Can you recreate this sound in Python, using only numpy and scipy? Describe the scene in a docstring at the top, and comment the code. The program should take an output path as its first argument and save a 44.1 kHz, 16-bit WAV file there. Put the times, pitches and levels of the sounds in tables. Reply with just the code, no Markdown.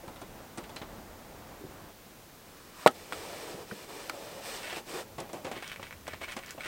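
"""Rubber sandals slap onto gravel beside a parked four-wheel drive: air pulses, cracks, pitched resonances.
Clothes slide over the seat (hiss, scrape, hollow rub); feet step into the sandals (thuds, crunches, clicks)
and grind the grit (clumped snaps, ringing stones). Before that, a door is unlatched some way off (knocks,
rattles, steel clicks) in louder outdoor air (shaped, wandering noise). Dull bumps, a low wind rumble,
a brief hum and steady open air (shaped noise) lie behind."""
import sys
import numpy as np
from scipy import signal
from scipy.fft import rfft, irfft, next_fast_len
from scipy.io import wavfile
from scipy.ndimage import uniform_filter1d

SR = 44100
rng = np.random.default_rng(int(sys.argv[2]) if len(sys.argv) > 2 else 0)


def persist_wave(psi):
    """Save psi, clipped to +-1, as 16-bit WAV."""
    counts = np.round(np.clip(psi, -1, 1) * 32767).astype(np.int16)
    wavfile.write(sys.argv[1], SR, np.atleast_2d(counts).T)


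N = 294323
TIME = np.arange(N) / SR   # s


def from_db(db):
    """Gain of a level in dB."""
    return 10 ** (np.asarray(db) / 20)


def rms_one(x):
    """The same signal at rms 1."""
    return x / np.sqrt(np.mean(x ** 2) + 1e-20)


def noise():
    """White noise."""
    return rng.standard_normal(N)


def coloured(x, spectrum):
    """Give a steady signal a spectrum, with 18 dB/octave skirts beyond its ends; rms 1."""
    hz, db = np.transpose(spectrum)
    size = next_fast_len(N, True)
    f = np.maximum(np.arange(size // 2 + 1) * SR / size, 1)
    skirts = np.minimum(f / hz[0], 1) ** 3 * np.minimum(hz[-1] / f, 1) ** 3
    gain = from_db(np.interp(np.log(f), np.log(hz), db)) * skirts
    return rms_one(irfft(rfft(x, size) * gain, size)[:N])


def band(x, low_hz, high_hz):
    """Gentle band-pass."""
    edges_hz = [low_hz, min(high_hz, .45 * SR)]
    return signal.sosfilt(signal.butter(2, edges_hz, "band", fs=SR, output="sos"), x + 1e-18)


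def resonate(x, hz, width_hz):
    """A resonance with gain 1 on top."""
    r = np.exp(-np.pi * width_hz / SR)
    zeros = np.array([1, 0, -1]) * (1 - r * r) / 2
    poles = [1, -2 * r * np.cos(2 * np.pi * hz / SR), r * r]
    return signal.lfilter(zeros, poles, x + 1e-18)


def narrow_noise(hz, width_hz):
    """Noise in a resonance whose pitch may move; rms 1."""
    lowpass = signal.butter(2, width_hz / 2, fs=SR, output="sos")
    slow = signal.sosfilt(lowpass, noise() + 1j * noise())
    carrier = np.exp(2j * np.pi * np.cumsum(hz * np.ones(N)) / SR)
    return rms_one((slow * carrier).real)


def flutter(rate_hz, depth_db):
    """A gain gliding between random levels, rate_hz of them a second."""
    knots = rng.standard_normal(4096)
    return from_db(depth_db * np.interp(TIME * rate_hz, np.arange(len(knots)), knots))


def grains(per_s, spread_db):
    """Random clicks of either sign, their sizes spread exponentially in dB."""
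    sizes = from_db(spread_db * np.minimum(rng.exponential(1, N), 4))
    return (rng.random(N) < per_s / SR) * sizes * rng.choice([-1, 1], N)


def evened(x):
    """Hold a noise at near-constant strength, so that its envelope decides how hard a blow is."""
    power = uniform_filter1d(x ** 2, size=SR // 80)   # over 12.5 ms
    return x / np.sqrt(power + .02 * np.mean(x ** 2))


def blows(times_s, levels_db, t60s, rise_s):
    """Envelope of blows that rise fast and die away; their powers add."""
    power = np.zeros(N)
    for at_s, db, t60_s in zip(times_s, levels_db, np.broadcast_to(t60s, len(times_s))):
        start = int(at_s * SR)
        age = TIME[:min(N - start, SR // 2)]
        envelope = from_db(db - 60 * age / t60_s) * (1 - np.exp(-age / rise_s))
        power[start:start + len(age)] += envelope ** 2
    return np.sqrt(power)


def stroke(start_s, length_s, rise_s, release_s):
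    """Envelope of one movement: it swells, holds, and fades once its length is over."""
    swell = np.clip((TIME - start_s) / rise_s, 0, 1)
    return swell * np.clip(1 - (TIME - start_s - length_s) / release_s, 0, 1)


def strokes(rows, release_s):
    """Envelope of movements given as (start s, length s, rise s, dB); their powers add."""
    return np.sqrt(sum((from_db(db) * stroke(start_s, length_s, rise_s, release_s)) ** 2
                       for start_s, length_s, rise_s, db in rows))


def scattered(x, t60_s, delay_s):
    """Dense, short reflections from the car's side, its open door and the ground."""
    age = TIME[:SR // 4]
    build_up = 1 - np.exp(-(age / delay_s) ** 2)
    echo = rng.standard_normal(len(age)) * from_db(-60 * age / t60_s) * build_up
    return signal.fftconvolve(x, echo / np.linalg.norm(echo))[:N]


def sandals():
    """A sole moves a pulse of air and cracks on the grit; ground and car side colour the slap's pitch."""
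    # rubber slaps and their echoes off the car's side:
    # t/s, pulse level/dB before band-pass, pulse f/Hz, crack re pulse/dB
    slaps = [(2.8628, 2, 660, -19.5), (2.8692, -4, 740, -20), (2.8707, -8.5, 1240, -19),
             (2.8754, -7.5, 1960, -7.5), (3.1241, -21, 1130, -11), (3.1312, -25.5, 2050, -8),
             (3.7161, -31, 1230, -28), (4.0964, -29, 3200, 0), (4.098, -19, 1390, -11),
             (6.0827, -33, 1000, -15)]
    # pitched colour of the slap between ground and car side: f/Hz, relative level/dB
    colour_modes = [(175, -28), (270, -26), (315, 1.5), (433, -32), (640, -5), (795, -1.5), (925, -15),
                    (1100, -19), (1288, 6.5), (1380, 3.5), (1615, -3), (2012, -0.5), (3336, 1), (3488, 0),
                    (3722, -10)]
    # crack on the grit: f/Hz, relative density/dB
    crack_spectrum = [(1060, -34), (1800, -4), (2020, -5), (2880, -9), (3600, -8), (4090, -10),
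                      (4760, -13.5), (6410, -22), (8710, -15), (9790, -31.5), (15500, -38)]
    # scattered tail: f/Hz, relative density/dB
    tail_spectrum = [(71, -41), (120, -20), (264, 2), (667, -6), (1120, -13), (2080, -16), (2420, -28),
                     (2880, -21), (3430, -22), (12000, -39), (15600, -62), (22000, -120)]
    t_s, pulse_db, pulse_hz, crack_db = np.transpose(slaps)
    pulses = np.zeros(N)
    for at_s, db, hz in zip(t_s, pulse_db, pulse_hz):
        near = abs(TIME - at_s) < .01
        u = np.pi * hz * (TIME[near] - at_s)
        pulses[near] += from_db(db) * (2 * u * u + 0.75 * u - 1) * np.exp(-u * u)   # suction, rebound
    pulses = band(pulses, 117, 18000)   # a small sole radiates little bass
    colour = sum(from_db(db) * resonate(pulses, hz, width_hz=36) for hz, db in colour_modes)
    colour = np.roll(colour, SR // 500)   # this colour starts 2 ms later
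    crack_gain = blows(t_s - .0006, pulse_db + crack_db, 0.019, rise_s=0.00031)
    crack = crack_gain * evened(coloured(noise(), crack_spectrum))
    sand_gain = blows(t_s - .0005, pulse_db + crack_db - 9, .007, rise_s=.0001)
    sand = sand_gain * rms_one(band(noise(), 7000, 16000))
    tail = blows(t_s, pulse_db - 24, .11, rise_s=.003) * evened(coloured(noise(), tail_spectrum))
    return pulses + from_db(-1.5) * colour + crack + sand + tail


def feet():
    """Weight comes onto rubber with a hollow thud; the grit beneath crunches and clicks at once."""
    # feet pressing on soles and ground: t/s, thud drive/dB, crunch/dB, click/dB, t60/s (click: 0.8 of it)
    steps = [(4.728, -31, -36, -47, 0.045), (4.765, -34.5, -46, -46, 0.17), (5.181, -34, -44, -52, 0.32),
             (5.202, -35.5, -42, -38, 0.037), (5.292, -40, -50, -58, 0.12),
             (5.331, -35.5, -47.5, -52, 0.35), (5.446, -30.5, -39, -47.5, .12),
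             (5.465, -35.5, -43, -54, 0.2), (5.513, -32, -39, -47, 0.14), (5.557, -39.5, -42, -60, 0.14),
             (5.623, -42, -37.5, -48, 0.073), (5.795, -34, -43.5, -62, 0.046),
             (5.828, -42.5, -36, -52, .07), (6.078, -32.5, -38, -43.5, 0.072), (6.133, -36, -38, -62, .07),
             (6.213, -36.5, -43, -52, .12), (6.28, -41, -50, -62, .058), (6.318, -51, -41, -46.5, .12),
             (6.365, -34, -36.5, -44.5, .11), (6.389, -39, -39, -48, .04), (6.577, -38, -50, -66, 0.13),
             (6.656, -41.5, -36.5, -50, 0.2)]
    # thud: f/Hz, relative density/dB
    thud_spectrum = [(59, -33), (100, -3), (247, -2.5), (337, -3), (454, -0.5), (566, -2.5), (780, 1),
                     (1020, -8), (1140, -5.5), (1400, -24), (1820, -41), (3080, -120)]
    # resonances of a sole pressed on the ground: f/Hz, width/Hz, relative level/dB
    sole_modes = [(353, 39, 0.5), (553, 57, -0.5), (638, 37, -5.5), (790, 88, -11)]
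    t_s, thud_db, crunch_db, click_db, t60_s = np.transpose(steps)
    push = blows(t_s, thud_db, t60_s, rise_s=0.0012) * evened(coloured(noise(), thud_spectrum))
    sole = sum(from_db(db - 3) * resonate(push, hz, width_hz) for hz, width_hz, db in sole_modes)
    thud = from_db(-4.) * push + sole
    crunch_grit = evened(band(grains(2000, spread_db=0.5), 900, 2980))
    crunch = blows(t_s, crunch_db, t60_s, rise_s=0.0011) * crunch_grit
    click_grit = evened(band(grains(2300, spread_db=-1.0), 3800, 9500))
    click = blows(t_s, click_db, t60_s * 0.8, rise_s=0.00028) * click_grit
    return thud + crunch + click


def gravel():
    """Grit gives way in clumps of tiny snaps, coloured by caught stones; larger stones ring briefly."""
    # a sole twists and grinds: start/s, length/s, relative level/dB, f of the stones caught under it/Hz
    twists = [(4.615, .075, -44, 2300), (4.695, 0.083, -41.5, 2700), (5.524, .075, -46.5, 2000),
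              (5.62, .11, -45, 3200), (5.80, .075, -51, 2400), (6.058, 0.098, -48, 1700),
              (6.20, .04, -41.5, 2200), (6.263, 0.063, -44, 2100), (6.375, 0.14, -49.5, 1500),
              (6.594, 0.047, -45.5, 2000), (6.635, .04, -39, 2600)]
    # fine grit: f/Hz, relative density/dB
    grit_spectrum = [(350, -31), (600, -3.5), (775, -9), (852, -10), (1040, -2), (1670, -0.5), (2070, 0),
                     (3230, -4), (4460, -11.5), (7060, -20), (8750, -12.5), (10600, -32), (15000, -21)]
    # single stones snapping against each other: t/s, level/dB, f/Hz
    stones = [(2.9122, -28, 8500), (4.707, -25, 2796), (5.332, -25, 7540), (5.6257, -31, 2210),
              (5.678, -24, 5970), (5.6965, -34, 2200), (5.7173, -21, 2280), (5.761, -24.5, 2200),
              (5.869, -29, 2080), (5.909, -26, 2020), (5.927, -25.5, 2040), (6.0697, -26, 2010),
              (6.284, -25, 2120), (6.462, -28, 6000), (6.492, -29, 4200), (6.508, -20, 7000)]
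    rise_s, release_s = 0.017, 0.028
    snaps = grains(1500, spread_db=4.5)
    grit = evened(coloured(snaps, grit_spectrum))
    grinding = np.zeros(N)
    for start_s, length_s, db, hz in twists:
        caught = from_db(-10) * evened(resonate(snaps, hz, width_hz=700))
        grinding += from_db(db) * stroke(start_s, length_s, rise_s, release_s) * (grit + caught)
    out = from_db(-5.0) * grinding * flutter(rate_hz=110, depth_db=3.5)
    for at_s, db, hz in stones:
        start = int(at_s * SR)
        age = TIME[:min(N - start, SR // 50)]
        snap = np.sin(2 * np.pi * hz * age) * np.exp(-age * hz / 0.79)
        chips = 0.079 * rng.standard_normal(len(age)) * np.exp(-age / 0.0011)
        out[start:start + len(age)] += from_db(db) * (snap + chips)
    return out + from_db(-3.0) * scattered(out, t60_s=0.1, delay_s=0.0018)


def clothes():
    """Threads catch and slip: a fine hiss, a scrape growing with effort, a rub of wandering pitch."""
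    # cloth sliding over the seat: start/s, length/s, rise/s, relative hiss/dB, relative rub/dB
    slides = [(2.924, .17, 0.026, -57.5, -55), (3.088, .43, 0.051, -51, -46.5),
              (3.514, 0.11, 0.022, -56, -47.5), (3.631, .21, .08, -55, -54), (3.86, .24, .035, -53.5, -50),
              (4.109, 0.29, 0.034, -54.5, -48), (4.402, 0.17, 0.055, -46.5, -48.5),
              (4.567, .21, 0.025, -51, -49), (4.848, 0.089, 0.054, -48.5, -47),
              (4.925, .075, .025, -46.5, -40.7), (5.024, .1, 0.018, -82, -56.5)]
    # the sandals are picked up, then swung: start/s, length/s, rise/s, relative level/dB
    swings = [(2.36, 0.413, 0.19, -60.5), (2.72, 0.12, 0.094, -48.5)]
    # hollow rub: f/Hz, relative density/dB
    rub_spectrum = [(76, -44), (130, -9.5), (173, -6.5), (252, -8), (312, -1.5), (515, -3), (900, -3),
                    (1170, -39), (1980, -120)]
    # coarse scrape: f/Hz, relative density/dB
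    scrape_spectrum = [(470, -7.5), (800, -3.5), (860, -14), (969, 3.5), (1050, -2), (1400, -3.5),
                       (1560, -4.5), (2000, -16), (2600, -38), (4400, -120)]
    # fine hiss: f/Hz, relative density/dB
    hiss_spectrum = [(1120, -11), (1900, 1.5), (2470, 1), (2680, 0.5), (2870, -0.5), (4190, -2), (4530, -3),
                     (5040, -1.5), (6910, -7.5), (8240, -3.5), (10800, -14), (13900, -11.5), (15500, -16)]
    release_s, door_echo_s = 0.046, 0.0017
    start_s, length_s, rise_s, hiss_db, rub_db = np.transpose(slides)
    hiss_gain = strokes(zip(start_s, length_s, rise_s, hiss_db), release_s)
    hiss_gain = hiss_gain * flutter(rate_hz=12, depth_db=0.5)
    rub_gain = strokes(zip(start_s, length_s, rise_s, rub_db), release_s)
    swing_gain = strokes(swings, release_s)
    effort = np.sqrt(hiss_gain * rub_gain) / from_db(-50)
    # 1.45 dB of scrape per dB of effort
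    scrape_gain = from_db(-52.5) * effort ** 1.45 * flutter(rate_hz=35, depth_db=1.4)

    hollow = narrow_noise(480 * flutter(rate_hz=9, depth_db=1.08), width_hz=145)   # pitch ratio in dB
    rub = rub_gain * (from_db(-2.5) * hollow + from_db(-2.0) * coloured(noise(), rub_spectrum))
    scrape_gain = scrape_gain + from_db(-1.0) * swing_gain
    scrape = scrape_gain * coloured(grains(9000, spread_db=2.0), scrape_spectrum)
    hiss_gain = from_db(3.5) * hiss_gain + from_db(-2.0) * swing_gain
    hiss = hiss_gain * coloured(grains(14000, spread_db=1.5), hiss_spectrum)
    rustle = scrape + hiss
    door_echo = np.roll(rustle, int(door_echo_s * SR))   # off the open door
    return rub + 0.95 * rustle + 0.21 * door_echo


def door():
    """Each move of the latch knocks the panel, rattles the linkage and clicks steel on steel."""
    # moves of handle and latch: t/s, knock/dB, relative rattle/dB, rattle f/Hz, click/dB
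    moves = [(.078, -40, -51.5, 3480, -53), (0.159, -49, -49, 3400, -60), (0.214, -39, -49.5, 3320, -46),
             (.574, -36.5, -47, 3400, -43), (0.581, -37, -47, 1890, -44), (0.637, -49, -47, 1980, -52),
             (.693, -42.5, -50, 3240, -50), (.761, -44, -37, 4000, -48), (.815, -37, -42, 2040, -60),
             (.980, -43, -72, 2000, -70)]
    # panel knock: f/Hz, relative density/dB
    knock_spectrum = [(41, -33), (70, -6), (303, -2.5), (683, -8.5), (899, -6.5), (1070, -10),
                      (1220, -16.5), (1350, -10), (1600, -22), (2080, -30), (3520, -120)]
    knock_t60_s, rattle_t60_s, click_t60_s = .15, 0.098, 0.044
    t_s, knock_db, rattle_db, rattle_hz, click_db = np.transpose(moves)
    knock = blows(t_s, knock_db, knock_t60_s, rise_s=0.0014) * evened(coloured(noise(), knock_spectrum))
    chatter = grains(5800, spread_db=4.5)
    linkage = band(chatter, 1180, 3800)
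    rattle = np.zeros(N)
    for at_s, db, hz in zip(t_s, rattle_db, rattle_hz):
        ringing = evened(linkage + 1.5 * resonate(chatter, hz, width_hz=250))
        rattle += blows([at_s], [db], rattle_t60_s, rise_s=.001) * ringing
    steel = grains(5400, spread_db=4.0)
    steel = rms_one(band(steel, 5700, 9100) + resonate(steel, 8600, width_hz=1200))
    click = blows(t_s, click_db, click_t60_s, rise_s=0.0005) * steel
    return knock + rattle + click + from_db(-16) * scattered(knock + rattle, t60_s=0.42, delay_s=.025)


def bumps():
    """Soft, dull knocks, each a burst of noise in one broad band."""
    # door swinging against its stay, body shifting its weight: t/s, level/dB, f/Hz, t60/s
    knocks = [(.035, -44, 420, 0.17), (1.608, -43.5, 375, 0.18), (1.636, -42.5, 330, .19),
              (1.645, -43, 148, 0.15), (3.544, -37.5, 221, .086), (3.7116, -30, 1300, 0.022),
              (3.717, -35, 175, 0.095), (3.719, -37, 430, .092), (5.565, -41, 325, 0.13),
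              (6.365, -34, 350, 0.073), (6.548, -36, 375, 0.029)]
    white = noise()
    return sum(blows([at_s], [db], t60_s, rise_s=0.0012) * evened(band(white, 0.76 * hz, 1.21 * hz))
               for at_s, db, hz, t60_s in knocks)


def low_sounds():
    """A lumpy low wind rumble, from 2.87 s on, and for a moment a wavering hum that sinks in pitch."""
    windy = np.clip((TIME - 2.87) / .25, 0, 1)   # rises over 0.25 s
    lumps = flutter(rate_hz=7.2, depth_db=4.0)
    rumble = from_db(-64) * windy * rms_one(band(noise(), 55, 150)) * lumps
    start_s, length_s, fade_s = 5.76, .49, .06
    from_hz, to_hz, settle_s = 102, 73, 0.215
    hum_hz = to_hz + (from_hz - to_hz) * np.exp(-np.maximum(TIME - start_s, 0) / settle_s)
    hum = stroke(start_s, length_s, fade_s, fade_s) * narrow_noise(hum_hz, width_hz=21)
    return rumble + from_db(-57.5) * hum


def outdoors():
    """Open air as steady shaped noise; louder air as wandering noise that ends abruptly at 1.915 s."""
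    # steady open air: f/Hz, relative density/dB
    air_spectrum = [(15, -32), (25, -1), (64, -12.5), (96, -3.5), (119, -9), (198, -5), (227, -6.5),
                    (433, -8), (2700, -19.5), (6920, -22.5), (10900, -25.5), (15500, -22)]
    # louder outdoor air: f/Hz, relative density/dB
    loud_air_spectrum = [(15, -33), (25, -1), (55, -2.5), (159, -8), (235, -5.5), (446, -10), (530, -7),
                         (748, -8), (2270, -21), (3440, -29), (9000, -39), (11700, -55), (19800, -120)]
    air = from_db(-52.5) * coloured(noise(), air_spectrum)
    loud_gate = np.clip((1.915 - TIME) / 0.0064, 0, 1)
    wander = flutter(rate_hz=15.12, depth_db=2.35)
    return air + loud_gate * from_db(-52) * coloured(noise(), loud_air_spectrum) * wander


def scene():
    """All sources at one microphone."""
    near = sandals() + feet() + gravel() + clothes()
    return (near + door() + bumps() + low_sounds() + outdoors())[None]


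def record(dry):
    """Overload clips at full scale; a steep low-pass cuts the top."""
    cutoff_hz = 15900
    lowpass = signal.ellip(10, .1, 70, cutoff_hz, fs=SR, output="sos")
    return signal.sosfilt(lowpass, np.clip(dry, -1, 1))


dry = scene()
out = record(dry)
persist_wave(out)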